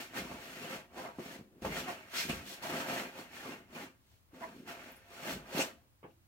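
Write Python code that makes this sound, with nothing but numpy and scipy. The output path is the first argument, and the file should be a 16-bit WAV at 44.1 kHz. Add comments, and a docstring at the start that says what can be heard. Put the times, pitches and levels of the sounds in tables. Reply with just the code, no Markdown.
"""Foam hisses and scrapes on metal: a packing frame is being rocked loose and dragged off a case.
It sticks and slips on the panels, groans under a firm grip and bumps, while the heavy case sets the
bench booming. The foam comes free in one quick pull and is tapped once more.
Heard from nearby in a small, quiet workshop, through a stereo microphone with two closely spaced ports."""
import sys
import numpy as np
from scipy import signal
from scipy.fft import rfft, irfft, next_fast_len
from scipy.io import wavfile

SR = 44100
rng = np.random.default_rng(int(sys.argv[2]) if len(sys.argv) > 2 else 0)


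def generate_wav(signal):
    """Clip the signal to [-1, 1] and save it as 16-bit WAV at the path in sys.argv[1]."""
    frames = np.transpose(np.atleast_2d(signal))
    scaled = np.clip(frames, -1, 1) * 32767
    pcm = np.round(scaled).astype(np.int16)
    wavfile.write(sys.argv[1], SR, pcm)


N = 276507


def from_db(db):
    """Decibels to gain."""
    return 10 ** (np.asarray(db) / 20)


def unit_rms(x):
    """Scale to unit power."""
    return x / np.sqrt(np.mean(x ** 2) + 1e-20)


def at_hz(points, hz):
    """Read a table on a log-frequency axis."""
    known_hz, values = np.transpose(points)
    return np.interp(np.log(np.maximum(hz, 1)), np.log(known_hz), values)


def colour(x, spectrum):
    """Give a steady sound a smooth spectrum."""
    size = next_fast_len(N, True)
    gain = from_db(at_hz(spectrum, np.fft.rfftfreq(size, 1 / SR)))
    return irfft(rfft(x, size) * gain, size)[..., :N]


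def butter(x, hz, kind, order=2):
    """Causal Butterworth filter."""
    sections = signal.butter(order, np.clip(hz, 10, .45 * SR), kind, fs=SR, output="sos")
    return signal.sosfilt(sections, x + 1e-18)


def add(track, start_s, sound):
    """Mix a short sound into a track."""
    start = max(round(start_s * SR), 0)
    track[start:start + len(sound)] += sound[:N - start]


# Still workshop air all round the microphone: frequency_hz, relative_density_db
AIR_SPECTRUM = [(15, -30), (25, -15), (50, -6), (75, -2), (115, -2), (150, -14), (420, -24.5), (950, -26),
                (1600, -29.5), (6400, -36.5), (13900, -35.5), (15500, -30)]

def room_tone(level_db=-67.5, apart_hz=600):
    """A low rumble common to both ports under a faint hiss of their own."""
    mid, side = colour(rng.standard_normal((2, N)), AIR_SPECTRUM)
    side = butter(side, apart_hz, "high", order=1) + from_db(-8) * side
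    return from_db(level_db) * unit_rms(mid + side * [[1], [-1]])


# How long the small room rings: frequency_hz, t60_s
ROOM_DECAY = [(150, 0.53), (700, 0.11), (2000, 0.1), (12000, 0.13)]
# Echo against direct sound at the microphone, before echo_db is added: frequency_hz, ratio_db
ROOM_ECHO = [(100, -12.5), (300, -7), (1000, 2.5), (3000, 8), (12000, 3.5)]

def workshop(source, echo_db, port_lag_s=0.000096, lag_spread_s=0.00004, port_spacing_s=0.000586):
    """Direct sound reaches the left port first; dense echoes, alike at both in the bass, die by band."""
    t = np.arange(SR // 2) / SR
    hz = np.fft.rfftfreq(len(t), 1 / SR)
    alike = np.sinc(2 * hz * port_spacing_s)
    mid, side = rfft(rng.standard_normal((2, len(t))))
    diffuse = np.sqrt((1 + alike) / 2) * mid + np.sqrt((1 - alike) / 2) * side * [[1], [-1]]
    wet = from_db(at_hz(ROOM_ECHO, hz) + echo_db)
    total = np.sqrt(1 + wet ** 2)
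    lags_s = np.array([[0], [rng.normal(port_lag_s, lag_spread_s)]]) + 20 / SR
    response = irfft(np.exp(-2j * np.pi * hz * lags_s) / total, len(t))
    edges_hz = np.append(0, np.geomspace(SR / 128, SR / 2, num=7))
    onset = 1 - np.exp(-t / 0.00022)
    for low, high in zip(edges_hz, edges_hz[1:]):
        decay = onset * from_db(-60 * t / at_hz(ROOM_DECAY, (low + high) / 2))
        band = irfft(diffuse * (hz >= low) * (hz < high) * wet / total, len(t))
        response += band * decay / np.linalg.norm(decay)
    return signal.oaconvolve(source[None], response, axes=1)[:, :N]


# Modes of the bench under the case: pitch_hz, level_db, t60_s
BENCH_MODES = [(53.5, -8.5, 0.49), (77.4, -0.5, 0.244), (100.7, -4, 0.15), (134.3, -4.5, 0.34),
               (198.2, 4.5, 0.2)]
# The heavy case rocks on the bench: start_s, gain_db
CASE_ROCKS = [(0.191, -47.5), (0.31, -52), (1.62, -40), (1.681, -41.5), (1.759, -55), (2.297, -41.5),
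              (2.362, -44.5), (2.682, -52), (2.898, -56), (5.322, -44.5)]

def bench_booms(rise_s=0.012):
    """Each shift of the case's weight sets the bench booming."""
    out, t = np.zeros(N), np.arange(SR // 2) / SR
    for start_s, gain_db in CASE_ROCKS:
        boom = sum(from_db(level_db + rng.normal() - 60 * t / t60_s) * np.sin(2 * np.pi * pitch_hz * t)
                   for pitch_hz, level_db, t60_s in BENCH_MODES)
        add(out, start_s, from_db(gain_db) * boom * (1 - np.exp(-t / rise_s)))
    return out


# Modes of the metal case and its foam frame: pitch_hz, width_hz, gain_db
CASE_MODES = [(168.4, 2.8, 1), (195, 3.7, 4), (235, 17, -3.5), (255.5, 69, 6.5), (367.6, 14, 6),
              (470, 12, -17), (530.3, 13, 8), (631, 32, 5.5), (682.6, 25, 9.5), (829.6, 28, 6.5),
              (1125, 104, 3.5), (1315, 61, -5.5), (1390, 14, -13), (2274, 45, 1.5), (2410, 41, -3),
              (2628, 15, 6)]

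def ring_case(force, ring_db):
    """A push is heard directly and through the ringing of panels and frame."""
    out = force.copy()
    for pitch_hz, width_hz, gain_db in CASE_MODES:
        radius = np.exp(-np.pi * width_hz / SR)
        gain = from_db(gain_db + ring_db) * (1 - radius ** 2) / 2
        feedback = [1, -2 * radius * np.cos(2 * np.pi * pitch_hz / SR), radius ** 2]
        out += signal.lfilter([gain, 0, -gain], feedback, force + 1e-18)
    return out


# Foam knocks against case and hand: start_s, peak_db, contact_bandwidth_hz, relative_crunch_db
FOAM_BUMPS = [(0.134, -41, 2550, -10), (0.158, -45, 2500, -12), (0.250, -44, 300, -1),
              (0.313, -38, 795, -7), (0.729, -41.5, 352, -5), (1.185, -33, 433, -21), (1.26, -36, 394, -40),
              (1.357, -46.5, 350, -16), (1.39, -44, 189, -15), (1.41, -42, 195, -39),
              (1.619, -39.5, 244, -19), (1.647, -30.5, 1200, -14), (1.66, -33.5, 256, -24),
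              (1.693, -36.5, 250, -10), (2.134, -35.5, 2500, -17), (2.25, -38.5, 217, -17),
              (2.293, -32.5, 2920, 2), (2.297, -29.5, 220, -28), (2.634, -35.5, 1810, -7),
              (3.191, -39, 348, -18), (3.448, -38.5, 1540, -11), (3.492, -48, 258, -19),
              (4.332, -51, 250, -15), (4.41, -36, 1300, -20), (4.673, -49, 2510, 5), (5.229, -49, 260, -19),
              (5.356, -40, 200, -13), (5.548, -32, 300, -27), (5.582, -39, 600, -31),
              (6.029, -43.5, 2580, -1), (6.039, -42, 785, -1), (6.051, -50, 356, -15)]

def bumps(crunch_s=0.021, lowest_hz=170, foam_top_hz=2900):
    """A soft contact, then a brief crunch as the foam settles; the frame passes little treble."""
    out, t = np.zeros(N), np.arange(SR // 4) / SR
    for start_s, peak_db, contact_hz, crunch_db in FOAM_BUMPS:
        force = from_db(crunch_db - 4.5) * rng.standard_normal(len(t)) * np.exp(-t / crunch_s)
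        force[0] -= 1  # the contact itself
        force = butter(butter(force, contact_hz, "low"), lowest_hz, "high")
        sound = butter(ring_case(force, ring_db=-8.5), foam_top_hz, "low", order=8)
        add(out, start_s, from_db(peak_db) * sound / np.abs(sound).max())
    return out


# Foam judders on the panels: middle_s, length_s, first_pitch_hz, last_pitch_hz, level_db
FOAM_GROANS = [(0.319, 0.027, 314, 275, -48), (0.988, 0.096, 231.5, 272.6, -48),
               (1.063, 0.084, 273.5, 322, -55), (1.886, 0.056, 371.5, 348, -39),
               (4.435, .06, 340.3, 322.6, -42)]

def groans(jitter=0.05, foam_band_hz=(600, 1200)):
    """Under a firm grip the slips lock into a wavering, nearly regular train."""
    out = np.zeros(N)
    for middle_s, length_s, first_hz, last_hz, level_db in FOAM_GROANS:
        samples = round(length_s * SR)
        waver = unit_rms(butter(rng.standard_normal(SR // 4), 300, "low"))[-samples:]
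        slip_hz = np.linspace(first_hz, last_hz, samples) * (1 + jitter * waver)
        phase = 2 * np.pi * np.cumsum(slip_hz) / SR
        saw = sum(np.sin(k * phase) / k for k in range(1, 8))
        sound = unit_rms(butter(saw, foam_band_hz, "band")) * np.hanning(samples)
        add(out, middle_s - length_s / 2, from_db(level_db) * sound)
    return out


# Brief rasps, rough squeaks, ticks, a crack and a low growl:
# middle_s, length_s, centre_hz, width_hz, level_db
FOAM_RASPS = [(0.169, 0.03, 1600, 500, -42), (1.728, 0.12, 2120, 350, -47.5),
              (2.158, 0.073, 2510, 2680, -40), (2.196, 0.12, 4630, 2170, -40.5),
              (2.215, 0.075, 2340, 497, -42), (2.297, 0.016, 6000, 9000, -46),
              (2.304, .035, 2560, 700, -38), (4.436, 0.044, 1890, 348, -48.5),
              (4.442, 0.043, 1014, 220, -48), (4.92, 0.022, 13500, 4000, -58),
              (4.964, .02, 11100, 3000, -60), (5.591, 0.075, 282, 85.5, -39),
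              (5.593, 0.076, 580, 395, -38.5), (5.610, 0.036, 2690, 330, -34.5),
              (5.612, 0.067, 6700, 3100, -39.5)]

def rasps():
    """Each is a short band of noise that swells and dies away."""
    out = np.zeros(N)
    for middle_s, length_s, centre_hz, width_hz, level_db in FOAM_RASPS:
        samples = round(length_s * SR)
        band_hz = [centre_hz - width_hz / 2, centre_hz + width_hz / 2]
        noise = butter(rng.standard_normal(SR // 4), band_hz, "band")[-samples:]
        add(out, middle_s - length_s / 2, from_db(level_db) * unit_rms(noise) * np.hanning(samples))
    return out


def chirps(count=150, lowest_hz=300, highest_hz=4500, length_s=0.025, glide=0.051):
    """Here and there a small spot of foam slips regularly for a moment, at a pitch of its own."""
    out, progress = np.zeros(N), np.linspace(0, 1, round(length_s * SR))
    for when, pitch, bend in rng.random((count, 3)):
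        hz = lowest_hz * (highest_hz / lowest_hz) ** pitch
        phase = 2 * np.pi * hz * length_s * (progress + glide * (2 * bend - 1) * progress ** 2)
        add(out, when * N / SR, np.sqrt(hz) * np.sin(phase) * np.hanning(len(progress)))
    return unit_rms(out)


def slips(per_s, spread_db, smooth_db):
    """Foam cells catch and let go at random, over a smooth sliding friction."""
    sizes = from_db(spread_db * np.clip(rng.standard_normal(N), -2, 2)) * rng.choice([-1, 1], N)
    clicks = sizes * (rng.random(N) < per_s / SR)
    return unit_rms(clicks) + from_db(smooth_db) * rng.standard_normal(N)


# Tone of foam rubbing on metal: frequency_hz, relative_density_db
FOAM_SPECTRUM = [(60, -3), (120, 0.5), (250, -1), (430, 0), (680, -2.5), (950, 0.5), (1400, -10.5),
                 (2600, -15), (3400, -16), (5000, -21.5), (7700, -23.5), (9300, -29.5), (13000, -26.5),
                 (15500, -30)]

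def drag(grip):
    """One patch of contact: coarse slips shake frame and case, the finest hiss off the foam's skin."""
    flex, rub, scrape, hiss = grip
    coarse = slips(per_s=260, spread_db=1.5, smooth_db=-12) + from_db(-14) * chirps()
    fine = slips(per_s=1100, spread_db=5.5, smooth_db=-4)
    body = colour(ring_case(coarse, ring_db=-1.5), FOAM_SPECTRUM)
    skin = colour(fine, FOAM_SPECTRUM)
    out = flex * unit_rms(butter(body, [125, 450], "band", order=3))
    out += rub * unit_rms(butter(body, [450, 1500], "band", order=3))
    out += scrape * unit_rms(butter(body, [1500, 3050], "band", order=4))
    return out + hiss * unit_rms(butter(skin, 2910, "high", order=3))


# Strokes of foam along the case, in front of the microphone:
# full_grip_s, attack_s, hold_s, release_s, level_db, brightness_db, extra_scrape_db, extra_flex_db
FOAM_STROKES = [ (0.002, 0.03, 0.0034, .11, -46.5, 2.5, 0.5, -2),
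                (0.169, 0.051, 0.011, 0.1, -42, 1, 0.5, 0), (0.24, .06, 0.11, 0.13, -53, -2, -1.5, 3.5),
                (0.429, 0.22, 0.17, .1, -53.5, 0, 1.5, -2),
                (0.624, 0.094, 0.026, 0.077, -52.5, 0, 1.5, 7.5), (0.704, 0.2, .05, .1, -47.5, -1, 1, -1),
                (0.977, 0.07, 0.028, 0.17, -49.5, -3, -2, 0),
                (1.05, 0.11, 0.024, 0.082, -53, -9, -2.5, 0.5),
                (1.191, .012, .015, 0.042, -55, -3, 0, 11.5), (1.237, 0.12, 0.11, 0.094, -54, 0, 0, 1),
                (1.57, 0.14, .02, 0.064, -78, -7, -17, 20), (1.622, .012, 0.21, 0.095, -51.5, 0, -3, 4.5),
                (1.647, .003, 0.013, 0.041, -43, -5, -3, -13), (1.768, 0.11, 0.032, .06, -43, 0, 1.5, -3),
                (1.887, 0.094, 0.012, 0.14, -46.5, -1.5, 1.5, -0.5),
                (1.978, 0.032, 0.2, 0.14, -63.5, -2, 4, -0.5),
                (2.164, 0.067, 0.044, 0.14, -42.5, 5.5, 1.5, -9.5),
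                (2.289, 0.0058, 0.011, 0.18, -43, 1, 1.5, 2.5), (2.476, .07, 0.06, 0.083, -52, 5, -3, -3.5),
                (2.623, 0.011, 0.083, .1, -46.5, -0.5, -1, -8),
                (2.752, 0.18, 0.059, 0.12, -42, -2, 0.5, 0.5), (2.887, 0.077, 0.11, 0.14, -42, -2, 1, 0),
                (3.183, 0.12, 0.016, 0.13, -51, -1, -0.5, -3), (3.346, 0.092, 0.13, .1, -54, .5, 3, -2.5),
                (3.489, 0.052, 0.039, 0.13, -52.5, -2.5, 2, 5.5),
                (3.754, 0.074, 0.078, 0.087, -51, -2, 1, 3),
                (4.117, 0.22, 0.022, 0.12, -75.5, 4.5, -3.5, -1),
                (4.346, 0.041, 0.19, 0.14, -62, -3.5, -1, 6),
                (4.407, 0.027, .035, 0.14, -56.5, -2.5, -2, 1),
                (4.562, 0.069, 0.033, 0.2, -69.5, 3.5, 0, 18),
                (4.677, 0.024, 0.032, 0.12, -49, -2, 1.5, -0.5), (4.8, 0.14, 0.07, 0.26, -58, -1, 3, -1),
                (5.138, 0.13, 0.035, .15, -56.5, -0.5, -0.5, -10),
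                (5.294, 0.15, 0.015, 0.097, -41.5, 0.5, 0, -0.5),
                (5.37, 0.065, 0.19, 0.12, -65.5, -8.5, 0, 6),
                (5.58, 0.098, 0.029, 0.093, -37, 0.5, -1.5, -4),
                (5.69, .05, 0.026, .22, -69.5, -3, -6.5, -1), ]

def strokes(flex_db=-3, rub_db=-3, scrape_db=-1, hiss_db=-1.5):
    """Gains of flexing, rubbing, scraping and hiss as each stroke takes hold, slides and slackens."""
    t, power = np.arange(N) / SR, np.zeros((4, N))
    fade_db = [20, 20, 20, 23]  # per attack or release; the hiss needs speed, so it changes more
    for grip_s, attack_s, hold_s, release_s, level_db, bright, extra_scrape, extra_flex in FOAM_STROKES:
        slack = np.maximum(grip_s - t, 0) / attack_s + np.maximum(t - grip_s - hold_s, 0) / release_s
        sliding = slack < 3
        bands_db = np.array([flex_db + extra_flex, rub_db - bright,
                             scrape_db + extra_scrape, hiss_db + bright])
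        power[:, sliding] += from_db(level_db + bands_db[:, None] - np.outer(fade_db, slack[sliding])) ** 2
    return np.sqrt(power)


def scene(patches=4, surge_db=0.5, surge_hz=70):
    """The frame rubs at several patches, each with its own echoes; all surge as the grip catches."""
    surge = unit_rms(butter(rng.standard_normal(N), surge_hz, "low"))
    grip = strokes() * from_db(surge_db * surge)
    rubbing = sum(workshop(drag(grip) + rasps(), echo_db=-2.5) for _ in range(patches))
    handling = workshop(bumps() + groans() + bench_booms(), echo_db=1.0)
    balance = from_db([[1.3], [.7]])  # a little louder on the left
    return balance * (rubbing / np.sqrt(patches) + handling) + room_tone()


def record(dry, cutoff_hz=15850):
    """The recorder cuts the highest treble steeply."""
    return signal.sosfilt(signal.ellip(12, .1, 80, cutoff_hz, fs=SR, output="sos"), dry)


dry = scene()
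out = record(dry)
generate_wav(out)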